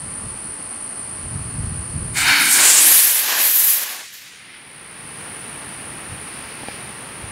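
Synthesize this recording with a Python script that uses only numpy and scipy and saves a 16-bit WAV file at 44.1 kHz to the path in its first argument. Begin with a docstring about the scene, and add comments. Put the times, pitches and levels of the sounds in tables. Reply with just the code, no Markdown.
"""A meadow: insects shrill in the grass, trees rustle, gusts buffet the microphone, camera electronics buzz.
At about 2.1 s a small rocket motor lights on its pad, roars, lifts off with low whooshes and hisses away.
The meadow sinks under the burn; a softer roar returns from the tree line and the meadow climbs back.
Near branches swell late on and two taps knock the camera. Shaped noise makes all but the buzz, a repeated
cycle of partials, and the knocks, clicks ringing resonances."""
import sys
import numpy as np
from scipy import signal
from scipy.fft import rfft, irfft, next_fast_len
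from scipy.io import wavfile

SR = 44100
rng = np.random.default_rng(int(sys.argv[2]) if len(sys.argv) > 2 else 0)


def dump(signal):
    """Clip the signal to [-1, 1] and save it as 16-bit WAV at the path in sys.argv[1]."""
    limited = np.clip(np.atleast_2d(signal).T, -1, 1)
    pcm = np.round(limited * 32767).astype(np.int16)
    wavfile.write(sys.argv[1], SR, pcm)


N = 322756

# Start and end of lift-off: the roar trades its pad colour for that of the free jet [t/s, t/s]
LIFT_OFF_SPAN = (2.45, 2.73)
MEADOW_BACK_S = 5.24   # the meadow is back at full level


def from_db(db):
    """Decibels to gain."""
    return 10 ** (np.asarray(db) / 20)


def rms_one(x):
    """Scale to unit rms."""
    return x / np.sqrt(np.mean(x ** 2) + 1e-20)


def seconds():
    """Time of every sample."""
    return np.arange(N) / SR


def in_time(rows, **ends):
    """Columns of a curve table, sample by sample."""
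    times, *columns = np.transpose(rows)
    return [np.interp(seconds(), times, column, **ends) for column in columns]


def at_hz(points, hz):
    """A spectrum read on a log-frequency axis."""
    point_hz, point_db = np.transpose(points)
    return np.interp(np.log(hz), np.log(point_hz), point_db)


def drift(corner_hz):
    """Slow chance with spread 1: noise through two equal low-pass poles, made at SR / 40."""
    r = np.exp(-80 * np.pi * corner_hz / SR)
    noise = rng.standard_normal(N // 40 + 2002)
    slow = signal.lfilter([1], [1, -2 * r, r * r], noise)[2000:]   # drop the start-up
    return np.interp(np.arange(N) / 40, np.arange(len(slow)), rms_one(slow))


def coloured(spectrum, echoes=(), gain=1):
    """Noise shaped by a gain in time, then by a spectrum and short echoes; rms 1."""
    size = next_fast_len(N)
    hz = np.arange(size // 2 + 1) * SR / size + 1
    paths = 1   # the direct sound
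    for delay_ms, strength, shift_rad in echoes:
        paths = paths + strength * np.exp(-1j * (2 * np.pi * hz * delay_ms / 1000 + shift_rad))
    noise = rfft(gain * rng.standard_normal(N), size)
    return rms_one(irfft(noise * from_db(at_hz(spectrum, hz)) * paths, size)[:N])


def swells(rows, rise, sag, fall):
    """Power of (s, hold s, dB) swells: each climbs, sags while held, then drops, at rates in dB per s."""
    power = 0
    for start_s, hold_s, db in rows:
        t = seconds() - start_s
        climb_db = rise * np.minimum(t, 0)
        sag_db = sag * np.clip(t, 0, hold_s)
        drop_db = fall * np.maximum(t - hold_s, 0)
        power = power + from_db(2 * (db + climb_db - sag_db - drop_db))
    return power


def tilt():
    """0 while the camera looks along the field, 1 once it looks up."""
    # Start and end of the tilt [t/s, t/s]
    tilt_span = (2.2, 4.3)
    return np.interp(seconds(), tilt_span, [0, 1])


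def sink():
    """Gain of everything but the rocket: down quickly under the burn, back up at a steady rate."""
    start_s, over_s, sunk_db = 2.3, 0.07, -22.5
    return_db_per_s = 17.0
    down_db = sunk_db * np.clip((seconds() - start_s) / over_s, 0, 1)
    back_db = np.minimum(return_db_per_s * (seconds() - MEADOW_BACK_S), 0)
    return from_db(np.maximum(down_db, back_db))


def insects():
    """Each singer throbs at its own slightly wandering rate, with its own wing resonance, and swells at random."""
    # Singers in the grass [throb rate/Hz, throb depth 0-1, relative level/dB, wing resonance f/Hz,
    # level change over the tilt/dB]
    singers = [(59.1, 0.13, 0.5, 9540, -1.5), (67, 0.03, -3.5, 9350, 3), (60, 0.2, 4, 9000, -2),
               (61.5, 0.5, -6.5, 9750, 6)]
    # Colour of the song before the wing resonances [f/Hz, relative level per Hz/dB]
    song_colour = [(4290, -69), (7300, -39.5), (7820, -18.5), (8400, -6), (8560, -2.5), (8730, -2.5),
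                   (9330, 3), (9880, 2), (10600, -10.5), (10800, -19), (11100, -30), (11500, -47),
                   (15000, -74), (22000, -120)]
    early_db, late_db = -31, -35   # chorus before and after the tilt
    fade_db_per_s = 1.1   # the chorus slackens once it is back
    chorus = 0
    for throb_hz, depth, db, wing_hz, change_db in singers:
        wandering_hz = throb_hz * (1 + 0.0032 * drift(1.0))
        phase = 2 * np.pi * (np.cumsum(wandering_hz) / SR + rng.random())
        swell = from_db(0.8 * drift(1.3))
        rasp = coloured(song_colour, gain=swell * (1 + depth * np.sin(phase)) ** 2)
        ring = signal.lfilter(*signal.iirpeak(wing_hz, 60.0, SR), rasp)
        chorus = chorus + from_db(db + change_db * tilt()) * (rasp + 1.55 * ring)
    fade_db = fade_db_per_s * np.maximum(seconds() - MEADOW_BACK_S, 0)
    return from_db(early_db + (late_db - early_db) * tilt() - fade_db) * rms_one(chorus)


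def rustle():
    """Leaves and faint hiss as noise; the colour changes as the camera tilts up and near branches come forward."""
    # Trees and faint hiss, camera along the field [f/Hz, relative level per Hz/dB]
    early_colour = [(40, -45), (120, -29), (200, 2), (419, -4.5), (567, -6), (1320, -6), (2280, -11.5),
                    (3860, -22), (4300, -15.5), (6170, -23.5), (7400, -24), (11500, -26), (13000, -34),
                    (15500, -39)]
    # The same, camera tilted to the sky [f/Hz, relative level per Hz/dB]
    late_colour = [(40, -63), (120, -3), (200, -3), (339, -5), (621, -9), (879, -8), (1230, -9.5),
                   (1560, -7.5), (2420, -11.5), (4700, -21.5), (7400, -30), (11000, -27), (14500, -31.5),
                   (15500, -33)]
    # Near branches [f/Hz, relative level per Hz/dB]
    leaf_colour = [(1000, -18), (1800, -6), (2400, -1), (3300, -11.5), (4800, -8.5), (7000, -25)]
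    # Swells in near branches [t/s, hold/s, level/dB]
    leaf_swells = [(6.36, .02, -43), (6.48, .03, -43.5), (6.7, 0.022, -39)]
    early_db, late_db, near_db = -40, -37, -48.5
    early = from_db(early_db) * coloured(early_colour)
    late = from_db(late_db) * coloured(late_colour)
    near_power = from_db(2 * near_db) + swells(leaf_swells, rise=82, sag=0, fall=74)
    near = np.sqrt(near_power) * coloured(leaf_colour)
    flutter = from_db(0.27 * drift(22.0))
    return flutter * (np.sqrt(1 - tilt()) * early + np.sqrt(tilt()) * (late + near))


def wind():
    """Lumpy low noise on the microphone: a light breeze with gusts on top."""
    # Gusts, before the lumpiness [t/s, hold/s, level at the start of the hold/dB]
    gusts = [(0.03, .03, -33.5), (0.2, 0.16, -34.5), (0.45, .03, -38.5), (1.04, .15, -41.5),
             (1.24, .05, -34), (1.32, .2, -27), (1.58, 0.23, -23.5), (1.96, .36, -25.5), (5.24, .03, -55),
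             (6.1, 0.056, -37.5), (6.69, .04, -48), (7.23, .09, -39)]
    # Wind on the microphone [f/Hz, relative level per Hz/dB]
    wind_colour = [(12, -40), (40, -7), (75, -1), (105, 0), (150, -2), (220, -11), (400, -26), (700, -47),
                   (1500, -90)]
    breeze_db = -49
    power = from_db(2 * breeze_db) + swells(gusts, rise=175, sag=32, fall=220)
    return np.sqrt(power) * from_db(1.55 * drift(7.9)) * coloured(wind_colour)


def buzz():
    """Camera electronics repeat one cycle: uneven partials on a single pitch, recoloured over the tilt."""
    # Strongest partials before the tilt [f/Hz, rms level/dB]
    strong_lines = [(877.5, -59), (1055, -58), (1174, -58), (1292, -60), (1879, -59), (1933, -62),
                    (2466, -62), (2638, -60), (2756, -65), (2993, -62), (3225, -68), (3343, -69),
                    (3580, -70), (4048, -67), (4339, -59), (4457, -68), (4635, -68), (4807, -65),
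                    (4985, -63), (5163, -66), (5690, -71), (5922, -70), (6977, -74), (7214, -71)]
    # Weaker partials, before a random scatter [f/Hz, rms level/dB]
    weak_lines = [(800, -64.5), (3000, -70), (7000, -80), (11000, -87), (15500, -96)]
    # Change of colour after the tilt, besides the overall change [f/Hz, level change/dB]
    late_change = [(800, -0.7), (2500, 1.5), (4500, -5), (7500, -1), (12000, -3), (15500, 6)]
    pitch_hz, late_db, scatter_db = 58.646, 2, 3.0
    multiple = np.arange(14, 265)
    scatter = scatter_db * rng.standard_normal(len(multiple))
    early_levels = at_hz(weak_lines, multiple * pitch_hz) + scatter
    for hz, line_db in strong_lines:
        early_levels[multiple == round(hz / pitch_hz)] = line_db
    late_levels = early_levels + at_hz(late_change, multiple * pitch_hz) + late_db
    turn = np.linspace(0, 1, 8193)   # one cycle
    start_phase = rng.random((len(multiple), 1))
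    partials = np.sin(2 * np.pi * (np.outer(multiple, turn) + start_phase))
    position = np.arange(N) * pitch_hz / SR % 1
    early = np.interp(position, turn, from_db(early_levels) @ partials)
    late = np.interp(position, turn, from_db(late_levels) @ partials)
    return np.sqrt(2) * ((1 - tilt()) * early + tilt() * late)   # root 2 turns peak into rms


def hiss(hiss_db, sputter):
    """Jet hiss: a hump of noise whose centre wanders, mostly upward, as the nozzle turns to the listener."""
    # Centre of the hump [t/s, f/Hz]
    hiss_centre = [(2.2, 7660), (2.39, 10200), (2.53, 8160), (2.78, 7700), (2.9, 10400), (3.45, 12000),
                   (3.85, 12100), (4.08, 8300), (4.14, 12000)]
    below_oct, above_oct = 0.22, 0.38   # width of the peak either side of its centre
    air_loss_hz = 14800   # above this the air dulls the hiss
    centre_hz, = in_time(hiss_centre)
    edges = 2500 * 2 ** np.arange(0, 2.8, 0.14)
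    white = rng.standard_normal((2, N))
    hump, power = 0, 0
    for k, (low, high) in enumerate(zip(edges, edges[1:])):
        octaves = np.log2(np.sqrt(low * high) / centre_hz)
        off = octaves / np.where(octaves < 0, below_oct, above_oct)
        shape = np.exp(-off ** 2) + 0.74 / (1 + (octaves / 0.92) ** 2)   # a peak on a broad skirt
        band_pass = signal.butter(2, [low, high], "band", fs=SR, output="sos")
        band = signal.sosfilt(band_pass, white[k % 2])   # neighbouring bands use separate noise
        hump = hump + shape * band * from_db(1.8 * drift(33))
        power = power + shape ** 2 * band.var()
    levelled = from_db(hiss_db + 0.61 * sputter) * hump / np.sqrt(power)
    return signal.sosfilt(signal.butter(2, air_loss_hz, fs=SR, output="sos"), levelled)


def roar(roar_db, hiss_db, sputter):
    """Broad jet noise: a blast echoing off ground and stand gives way to the free jet and a low roar."""
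    # Blast on the pad [f/Hz, relative level per Hz/dB]
    blast_colour = [(120, -44), (280, -6), (500, -20.5), (800, -4.5), (1500, 5), (2300, 4.5), (2800, 0.5),
                    (3400, -1.5), (4150, -0.5), (5200, -5), (7000, -12), (15500, -22)]
    # Echoes off ground and stand [delay/ms, strength, phase shift/rad]
    pad_echoes = [(1.366, 0.44, -0.56), (0.436, 0.23, 0.22)]
    # Free jet [f/Hz, relative level per Hz/dB]
    free_colour = [(650, -24), (1300, -9.5), (1830, 0.5), (2940, -0.5), (7000, -3.5), (10000, -15.5),
                   (15500, -22)]
    # Low part of the free jet [f/Hz, relative level per Hz/dB]
    low_colour = [(120, -43), (200, -17), (916, -5), (1110, -3.5), (1360, -8.5), (1700, 0), (2210, -22),
                  (3740, -120)]
    pad_boost_db = 1.5   # stronger while the jet strikes the stand
    low_offset_db, low_follows = -6.5, 0.35   # the low part gains as roar outgrows hiss (dB per dB)
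    low_ends_s, low_fade_s = 4.02, 0.05   # its fade starts at the first and lasts the second
    ground = [(8.2, 0.2, 0)]   # ground echo: delay ms, strength, phase shift rad
    low_db = roar_db + low_offset_db + low_follows * (roar_db - hiss_db)
    low_gain = from_db(low_db) * np.clip((low_ends_s - seconds()) / low_fade_s + 1, 0, 1)
    aloft = np.interp(seconds(), LIFT_OFF_SPAN, [0, 1])
    on_pad = from_db(roar_db + pad_boost_db) * coloured(blast_colour, pad_echoes)
    free = from_db(roar_db) * coloured(free_colour, ground)
    low = low_gain * coloured(low_colour, ground)
    return from_db(0.49 * sputter) * (np.sqrt(1 - aloft) * on_pad + np.sqrt(aloft) * (free + low))


def jet():
    """The burning motor: roar and hiss follow their own level curves and sputter together."""
    # The burn, before sputter and colour changes [t/s, roar level/dB, hiss level/dB]
    burn = [(2.135, -49, -43), (2.16, -27, -30), (2.18, -21.5, -21.5), (2.22, -18.5, -21),
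            (2.25, -18.5, -29), (2.29, -13, -26), (2.37, -15, -25.5), (2.4, -14.5, -18.5),
            (2.49, -20, -16.5), (2.53, -21, -8.5), (2.58, -16, -14), (2.66, -16, -9.5), (2.96, -19.5, -8),
            (3.19, -24.5, -15.5), (3.34, -21, -23.5), (3.43, -20, -14), (3.51, -25.5, -13),
            (3.74, -26.5, -12.5), (3.85, -29.5, -27.5), (3.97, -33.5, -35.5), (4.12, -40.5, -49),
            (4.14, -39.5, -40), (4.25, -41.5, -50), (4.36, -45.5, -70), (4.55, -62, -90)]
    roar_db, hiss_db = in_time(burn, left=-120, right=-120)
    sputter = drift(36) + 1.3 * drift(34.0)
    return hiss(hiss_db, sputter) + roar(roar_db, hiss_db, sputter)


def thrum():
    """Low whooshes of lift-off: a narrow noise band whose centre rises as the rocket leaves the pad."""
    # Whooshes [t/s, hold/s, level/dB]
    whooshes = [(2.41, 0.032, -31.5), (2.59, 0.021, -34), (2.834, 0.027, -37)]
    start_hz, glide_hz_per_s = 264.5, 99   # centre at the start of lift-off, and its climb
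    centre_hz = np.clip(start_hz + glide_hz_per_s * (seconds() - LIFT_OFF_SPAN[0]), 100, 600)
    carrier = np.exp(2j * np.pi * np.cumsum(centre_hz) / SR)
    low_pass = signal.butter(2, 70.0, fs=SR, output="sos")
    a, b = signal.sosfilt(low_pass, rng.standard_normal((2, N)))
    band = rms_one(a * carrier.real + b * carrier.imag)   # slow noise moved up to the centre
    return np.sqrt(swells(whooshes, rise=120, sag=0, fall=104)) * band


def tree_echo():
    """The burn returning from the tree line, as separate coloured noise on a level curve."""
    # Return from the trees [t/s, level/dB]
    echo_curve = [(4.0, -58), (4.42, -43.5), (4.48, -43), (4.57, -41), (4.61, -45.5), (5.0, -46.5),
                  (5.25, -59)]
    # Its colour [f/Hz, relative level per Hz/dB]
    echo_colour = [(700, -22), (1500, -7), (2100, -0.5), (2800, -6.5), (5000, -14), (8000, -36)]
    echo_db, = in_time(echo_curve, left=-120, right=-120)
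    return from_db(echo_db) * coloured(echo_colour)


def knock():
    """Taps on the camera: each click rings the decaying resonances of its shell."""
    # Clicks that strike the shell [t/s, click level/dB]
    taps = [(6.634, -29), (6.685, -21)]
    # Shell resonances [f/Hz, relative level/dB, 60 dB decay time/s]
    shell_modes = [(260, -0.5, 0.018), (480, -2, .015), (830, 1, .025), (1700, -7, .012), (2380, -5, .015),
                   (3100, -9, .01)]
    click = np.full(N, 1e-18)   # not quite zero, to keep the filters fast
    for tap_s, tap_db in taps:
        click[round(tap_s * SR)] = from_db(tap_db)
    ringing = 0
    for hz, db, t60_s in shell_modes:
        r = from_db(-60 / (t60_s * SR))
        w = 2 * np.pi * hz / SR
        ring = signal.lfilter([0, np.sin(w)], [1, -2 * r * np.cos(w), r * r], click)
        ringing = ringing + from_db(db) * rng.choice([-1, 1]) * ring
    return ringing


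def scene():
    """One microphone feeds both channels."""
    meadow = insects() + rustle() + wind() + buzz() + knock()
    rocket = jet() + thrum() + tree_echo()
    mono = rocket + sink() * meadow
    return np.array([mono, mono])


def record(dry):
    """The deepest bass is lost, peaks are rounded, the top is cut."""
    low_cut_hz, top_hz = 35, 15745
    thin = signal.sosfilt(signal.butter(2, low_cut_hz, "high", fs=SR, output="sos"), dry)
    rounded = 0.8 * np.tanh(thin / 0.8)
    return signal.sosfilt(signal.ellip(14, 0.3, 75, top_hz, fs=SR, output="sos"), rounded)


dry = scene()
out = record(dry)
dump(out)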